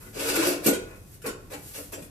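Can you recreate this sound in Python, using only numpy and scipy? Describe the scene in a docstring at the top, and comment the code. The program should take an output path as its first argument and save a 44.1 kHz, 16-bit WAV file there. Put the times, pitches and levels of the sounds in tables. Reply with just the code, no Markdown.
"""A bare room with a tiled floor: a frame of hollow metal bars is dragged, knocks down, is nudged into place.
Stick-slip makes the bars judder and briefly groan while grit rasps under their edges.
Each knock chatters, thumps a bar and rings the frame.
Light sliding hisses between the knocks, over a low room rumble and a faint hum."""
import sys
import numpy as np
from scipy import signal
from scipy.fft import rfft, irfft
from scipy.io import wavfile
from scipy.ndimage import uniform_filter1d

SR = 44100
rng = np.random.default_rng(int(sys.argv[2]) if len(sys.argv) > 2 else 0)


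def store_pcm(level_fs):
    """Save levels as 16-bit WAV."""
    pcm = np.round(np.clip(level_fs, -1, 1) * 32767).astype(np.int16)
    wavfile.write(sys.argv[1], SR, np.atleast_2d(pcm).T)


N = 92610
FFT_SIZE = 2 ** 17
TIME_S = np.arange(N) / SR
FREQ_HZ = np.fft.rfftfreq(FFT_SIZE, 1 / SR)

# Long drag. Each row: time in seconds, judder in dB, grit in dB.
DRAG_LEVELS = [(.125, -56, -54), (.16, -35, -41), (.2, -28.5, -33), (.26, -37, -32.5), (.345, -29, -31.5),
               (.385, -27.5, -31), (.43, -27.5, -27.5), (.49, -25, -30), (.53, -35.5, -35), (.59, -49, -55),
               (.63, -39, -51)]
# Light sliding. Each row: time in seconds, hiss in dB.
SLIDE_LEVELS = [(0, -49), (.13, -55.5), (.2, -40.5), (.86, -59), (.97, -58.5), (1.05, -60.5), (1.145, -51),
                (1.2, -76), (1.48, -61.5), (1.6, -50), (1.67, -44.5), (1.73, -43.5), (1.78, -43.5),
                (1.86, -48), (1.91, -58), (2.04, -51), (2.1, -65.5)]
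# Each row: start and length in seconds, then grit, hiss, judder and hollow tube rasp in dB.
EDGE_SKIDS = [(-.03, .11, -59.5, -73, -54, -56.5), (0.267, 0.044, -31.5, -28.5, -47, -38),
              (0.352, 0.018, -29, -25, -48, -29), (0.403, 0.037, -44, -52, -32, -30.5),
              (0.447, 0.055, -49, -26.5, -27.5, -55), (0.629, 0.058, -34.5, -29.5, -32, -40),
              (0.856, 0.13, -64, -80, -52, -53.5), (1.234, 0.043, -49, -41, -43, -39.5),
              (1.494, 0.061, -45, -43.5, -37, -47.5), (1.733, 0.04, -39.5, -41, -45, -66),
              (1.757, 0.056, -54, -41.5, -34.5, -52.5), (1.918, 0.015, -51, -36, -42, -46),
              (1.957, 0.046, -53, -58, -37.5, -73)]
# Each row: start and length in seconds, pitch in Hz, level in dB.
BAR_GROANS = [(0.234, 0.073, 471.5, -32), (0.294, 0.057, 390, -35), (0.339, 0.04, 1420, -34.5),
              (0.373, 0.05, 330, -24.5), (0.398, 0.025, 1490, -37), (0.432, 0.19, 330.9, -33.5),
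              (1.241, 0.035, 486, -29.5), (1.452, 0.21, 300.2, -49)]
# Each row: start in seconds, clack in dB, tilt in dB per octave, thump in dB, thump pitch in Hz,
# ring in dB, left over right in dB.
FRAME_KNOCKS = [(0.063, -51.5, -5.5, -66, 495, -49.5, 2.5), (.66, -19, 5.5, -20, 285, -23.5, -0.5),
                (.671, -33, 1.5, -21.5, 276, -24.5, -1.5), (.679, -27.5, -0.7, -18, 387, -26.5, 0.5),
                (0.729, -31, 1, -29, 400, -34.5, -0.5), (1.216, -48, 2, -71, 430, -72, 0),
                (1.259, -32.5, 1.5, -31, 433, -34.5, -0.5), (1.283, -36.5, -1.5, -38, 298, -46, -2.5),
                (1.531, -39, -4, -43, 497, -43.5, -1), (1.928, -38, 0.3, -39, 410, -48.5, -1),
                (2.02, -47.5, 2.5, -43.5, 144, -52.5, 1)]
# Low bending and high tube modes. Each row: frequency in Hz, level in dB, T60 in seconds.
FRAME_MODES = [(219.6, 1.5, 0.27), (281, 5, 0.35), (310, -4.5, 0.28), (369, 3.5, 0.47), (429.3, -1, 0.56),
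               (495, 3.5, 0.4), (537, -20, 0.27), (632, -11.5, 0.29), (950, -13.5, 0.47), (1030, -14, 0.49),
               (1460, -8, 0.46), (1875, -7, 0.3), (2342, -2.5, 0.17), (2520, -18, 0.85), (2710, -5, 0.16),
               (3710, -13.5, 0.41), (4463, -15, 0.47), (6270, -22, 0.5), (7300, -25, 0.37), (7876, -7, 0.3)]
# Thin tube walls. Each row: centre and width in Hz, peak in dB at a wall share of 1.
WALL_RESONANCES = [(1474, 146, 7.5), (2632, 510, 5.5), (4680, 740, 1.5), (5220, 210, 1.5), (7120, 40, 4),
                   (7930, 360, 0), (9870, 110, 5), (11570, 310, 6), (13100, 1000, 11.5)]
# Source spectra. Each row: frequency in Hz, relative density in dB.
RUMBLE_SPECTRUM = [(15, -32), (27, -6.5), (42, 4), (60, -7.5), (85, 3), (103, -2), (130, -1.5), (250, -9.5),
                   (500, -17), (1000, -27.5), (4000, -32.5), (14500, -32)]
CLACK_SPECTRUM = [(200, -29), (700, 5), (1200, 4), (2000, 2.5), (3300, -0.5), (5500, -2.5), (7500, 4.5),
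                  (10000, 0), (14500, -19.5)]
JUDDER_SPECTRUM = [(70, -33), (175, -18), (240, -21.5), (285, 2.5), (335, -4.5), (400, -2.5), (470, -5),
                   (640, -6.5), (780, -22.5), (2000, -38), (6000, -61)]
GRIT_SPECTRUM = [(200, -6), (600, -1), (1200, -1.5), (1900, -5.5), (2700, -3), (3600, -6), (6000, -5.5),
                 (10000, -6.5), (14500, -21)]
HOLLOW_SPECTRUM = [(400, -30.5), (1000, 8), (1450, 3.5), (1900, -1), (2600, -1.5), (3600, -32.5),
                   (9000, -28)]
HISS_SPECTRUM = [(400, -25), (1500, 0), (3500, -1.5), (6000, 3), (9000, 6.5), (12000, 8), (14500, 1.5)]
# Room tail. Each row: frequency in Hz, T60 in seconds.
ROOM_DECAY = [(100, 0.35), (400, 0.6), (1000, 0.7), (3000, 0.44), (7000, 0.41), (14000, 0.12)]
# Stereo colour. Each row: frequency in Hz, left over right in dB.
STEREO_BALANCE = [(100, -0.5), (450, 2.5), (850, -1.5), (1400, 0.5), (2600, 2), (4800, -1.5), (8000, 3),
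                  (10500, 2.5), (13000, -2)]

BAND_EDGE_HZ, COHERENT_BELOW_HZ = 14450, 640
DIRECT_DB, EARLY_DB, EARLY_DECAY_S = -10.5, 10, 0.018
RUMBLE_DB, HUM_DB, HUM_HZ = -49, -58.5, 106.4
WALL_RIPPLE_DB, CONTACT_SHIFT_S = 3, 0.045
RING_RISE_S, TWIN_DB, TWIN_MAX_DETUNE = 0.0046, -13.5, 0.0304
GROAN_WAVER_HZ, GROAN_ROOM_DB = 23.33, -4
KNOCK_S, CHATTER_RISE_S, CHATTER_DECAY_S = 0.0071, 0.0061, 0.0049
THUMP_OCTAVES, THUMP_SKIRT_DB, THUMP_ROOM_DB = 0.58, 14, -3
FULL_PRESS_DB, LIGHT_JUDDER_HZ, DRAG_RING_DB = -29, 400, -8


def amp(db):
    """Decibels to gain."""
    return 10 ** (np.asarray(db) / 20)


def unit(x):
    """Scales to rms 1."""
    return x / np.sqrt(np.mean(abs(x) ** 2) + 1e-20)


def at_hz(points, hz):
    """Interpolates a table over log frequency."""
    points_hz, values = np.transpose(points)
    return np.interp(np.log(hz + 1), np.log(points_hz), values)


def envelope(table, column=1):
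    """Gain over time from a dB column."""
    rows = np.array(table)
    return amp(np.interp(TIME_S, rows[:, 0], rows[:, column]))


def whiten(x, bins):
    """Evens out broad peaks and dips; energy about 1."""
    spectrum = rfft(x, 2 * x.shape[-1])
    power = uniform_filter1d(np.atleast_2d(abs(spectrum) ** 2).mean(0), bins)
    return irfft(spectrum / np.sqrt(abs(power) + 1e-12))[..., :x.shape[-1]]


def tube_walls_db():
    """Main wall resonances plus a ripple of weaker ones, different at each contact point."""
    ripple = unit(signal.fftconvolve(rng.standard_normal(len(FREQ_HZ)), np.hanning(2 ** 9), "same"))
    peaks_db = sum(db / (1 + (2 * (FREQ_HZ - hz) / width_hz) ** 2) for hz, width_hz, db in WALL_RESONANCES)
    return WALL_RIPPLE_DB * ripple + peaks_db


def colour(x, spectrum, wall_share=0):
    """Minimum-phase filter of unit power: a smooth spectrum plus a share of the wall resonances."""
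    db = at_hz(spectrum, FREQ_HZ) - 40 * np.clip((FREQ_HZ - BAND_EDGE_HZ) / 1000, 0, 1)
    if wall_share:
        db = db + wall_share * tube_walls_db()
    cepstrum = irfft(np.log(unit(amp(db))))
    cepstrum[1:FFT_SIZE // 2] *= 2
    cepstrum[FFT_SIZE // 2 + 1:] = 0
    return irfft(rfft(x, FFT_SIZE) * np.exp(rfft(cepstrum)))[..., :N]


def excite(x, response):
    """Mono signal through a stereo response."""
    return signal.fftconvolve(x[None], response, axes=1)[:, :N]


def diffuse_noise(size):
    """Noise from all sides: left and right alike in the bass, unrelated in the treble."""
    mid, side = rfft(rng.standard_normal((2, size)))
    coherence = 0.985 * np.exp(-(np.fft.rfftfreq(size, 1 / SR) / COHERENT_BELOW_HZ) ** 3)
    mid, side = mid * np.sqrt(1 + coherence), side * np.sqrt(1 - coherence)
    return irfft(np.array([mid + side, mid - side]), size) / np.sqrt(2)


def background():
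    """Low room rumble, slightly different on each side, and a faint hum."""
    noise = diffuse_noise(N) + 0.35 * rng.standard_normal((2, N))
    hum = np.sqrt(2) * np.sin(2 * np.pi * HUM_HZ * TIME_S)
    return amp(RUMBLE_DB) * unit(colour(noise, RUMBLE_SPECTRUM)) + amp(HUM_DB) * hum


def room():
    """Tiled room from one spot: weak direct sound, early floor and wall echoes, diffuse tail."""
    hz, t, bands = signal.stft(diffuse_noise(2 ** 15), SR, nperseg=256)
    early = amp(EARLY_DB) * np.exp(-t / EARLY_DECAY_S)
    late = amp(-60 * t / at_hz(ROOM_DECAY, hz)[:, None])
    response = signal.istft(bands * (early + late), SR, nperseg=256)[1]
    response /= np.linalg.norm(response[0])
    response[:, 0] += amp(DIRECT_DB)
    return whiten(response, bins=90)


def frame_ring():
    """Decaying modes beat with weaker, slightly detuned twins in neighbouring bars."""
    t, out = TIME_S[:SR * 3 // 4], 0
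    draws = rng.uniform(-0.95, 1, (len(FRAME_MODES), 4))
    for (hz, db, t60_s), (phase, side, twin_phase, detune) in zip(FRAME_MODES, draws):
        lag_rad = np.sign(side) * min((hz / 650) ** 2, np.pi / 4) * np.array([[1], [-1]])
        twin_hz = hz * (1 + TWIN_MAX_DETUNE * (detune + np.sign(detune)) / 2)
        mode = np.sin(np.pi * (2 * hz * t + phase) + lag_rad)
        twin = amp(TWIN_DB) * np.sin(np.pi * (2 * twin_hz * t + twin_phase) - lag_rad)
        out = out + amp(db - 60 * t / t60_s) * (mode + twin)
    return out * (1 - np.exp(-t / RING_RISE_S))


def arch(start_s, length_s):
    """Half-sine envelope."""
    return np.sin(np.pi * np.clip((TIME_S - start_s) / length_s, 0, 1))


def groans():
    """Brief rough tones: stick-slip locks onto one resonance of a bar."""
    out = np.zeros(N)
    for start_s, length_s, hz, db in BAR_GROANS:
        waver_hz = GROAN_WAVER_HZ * unit(uniform_filter1d(rng.standard_normal(N), size=300))
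        tone = np.sin(2 * np.pi * np.cumsum(hz + waver_hz) / SR)
        out += amp(db) * np.sqrt(abs(arch(start_s, length_s))) * tone
    return out + amp(GROAN_ROOM_DB) * excite(out, room())


def knocks():
    """Each blow chatters for milliseconds, thumps a hollow bar and leaves the frame ringing."""
    out, t = np.zeros((2, N)), TIME_S[:2 ** 11]
    click = 2 * np.sqrt(KNOCK_S * SR) * (t == 0)
    burst = np.exp(-t / CHATTER_DECAY_S) * (1 - np.exp(-t / CHATTER_RISE_S))
    grid_hz = np.geomspace(20, 16000, 60)
    for start_s, clack_db, tilt_db, thump_db, thump_hz, ring_db, pan_db in FRAME_KNOCKS:
        chatter = click[0] * whiten(rng.standard_normal(len(t)) * burst, bins=60)
        tilted = [(hz, db + tilt_db * np.log2(max(hz, 1000))) for hz, db in CLACK_SPECTRUM]
        clack = amp(clack_db) * colour(chatter, tilted, wall_share=1.7)[:len(t)]
        hump_db = -THUMP_SKIRT_DB * np.log10(1 + (np.log2(grid_hz / thump_hz) / THUMP_OCTAVES) ** 4)
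        thump = amp(thump_db) * colour(click, np.c_[grid_hz, hump_db])[:len(t)]
        impact = excite(clack + amp(THUMP_ROOM_DB) * thump, room())
        for sound in (impact, amp(ring_db) * frame_ring() / 2):
            span = out[:, round(start_s * SR):][:, :sound.shape[1]]
            span += sound[:, :span.shape[1]] * amp([[pan_db / 2], [-pan_db / 2]])
    return out


def slips(per_s, spread_db):
    """Tiny slips of random size and sign, rms 1."""
    size = amp(spread_db * np.minimum(rng.exponential(1, N), 4))
    return unit(size * (rng.random(N) < per_s / SR) * rng.choice([-1, 1], N))


def shifting_contact(x, spectrum, wall_share):
    """The contact point shifts: the wall resonances crossfade through four patterns."""
    fades = [np.clip((TIME_S / CONTACT_SHIFT_S - k) % 4, 0, 2) for k in range(4)]
    return sum(colour(x * np.sin(np.pi * fade / 2), spectrum, wall_share) for fade in fades)


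def bar_judder(gain):
    """Coarse slips shake the bars, deeper when pressed hard."""
    coarse = gain * slips(per_s=1200, spread_db=5)
    press = np.minimum(gain / amp(FULL_PRESS_DB), 1)
    light = signal.sosfiltfilt(signal.butter(2, LIGHT_JUDDER_HZ, "high", fs=SR, output="sos"), coarse)
    return press * coarse + (1 - press) * light


def scraping():
    """Drag, skids and light sliding: judder rings the frame, grit and fine hiss excite the tube walls."""
    dragging = (TIME_S > DRAG_LEVELS[0][0]) & (TIME_S < DRAG_LEVELS[-1][0])
    judder = dragging * envelope(DRAG_LEVELS, column=1)
    grit = dragging * envelope(DRAG_LEVELS, column=2)
    hiss, rub = envelope(SLIDE_LEVELS), np.zeros(N)
    for start_s, length_s, grit_db, hiss_db, judder_db, rub_db in EDGE_SKIDS:
        skid = arch(start_s, length_s)
        grit = np.hypot(grit, amp(grit_db) * skid)
        hiss = np.hypot(hiss, amp(hiss_db) * skid)
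        judder = np.hypot(judder, amp(judder_db) * skid)
        rub += amp(rub_db) * skid
    hollow = shifting_contact(rub * slips(per_s=1200, spread_db=1), HOLLOW_SPECTRUM, wall_share=0.87)
    shake = bar_judder(judder)
    rasp = shifting_contact(grit * slips(per_s=4500, spread_db=4.5), GRIT_SPECTRUM, wall_share=1)
    fine = colour(hiss * slips(per_s=12000, spread_db=8), HISS_SPECTRUM, wall_share=0.2)
    modes = frame_ring()
    ring = amp(DRAG_RING_DB) * excite(shake, modes / np.linalg.norm(modes[0]))
    return excite(colour(shake, JUDDER_SPECTRUM) + rasp + hollow + fine, room()) + ring


def scene():
    """Frame and room, left and right coloured slightly differently."""
    mix = background() + scraping() + groans() + knocks()
    side_db = at_hz(STEREO_BALANCE, FREQ_HZ) / 2
    return irfft(rfft(mix, FFT_SIZE) * amp([side_db, -side_db]))[:, :N]


def record(dry):
    """Low-pass at the band edge."""
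    taps = signal.firwin(401, BAND_EDGE_HZ, window=("kaiser", 9), fs=SR)
    return signal.oaconvolve(dry, taps[None], "same")


dry = scene()
out = record(dry)
store_pcm(out)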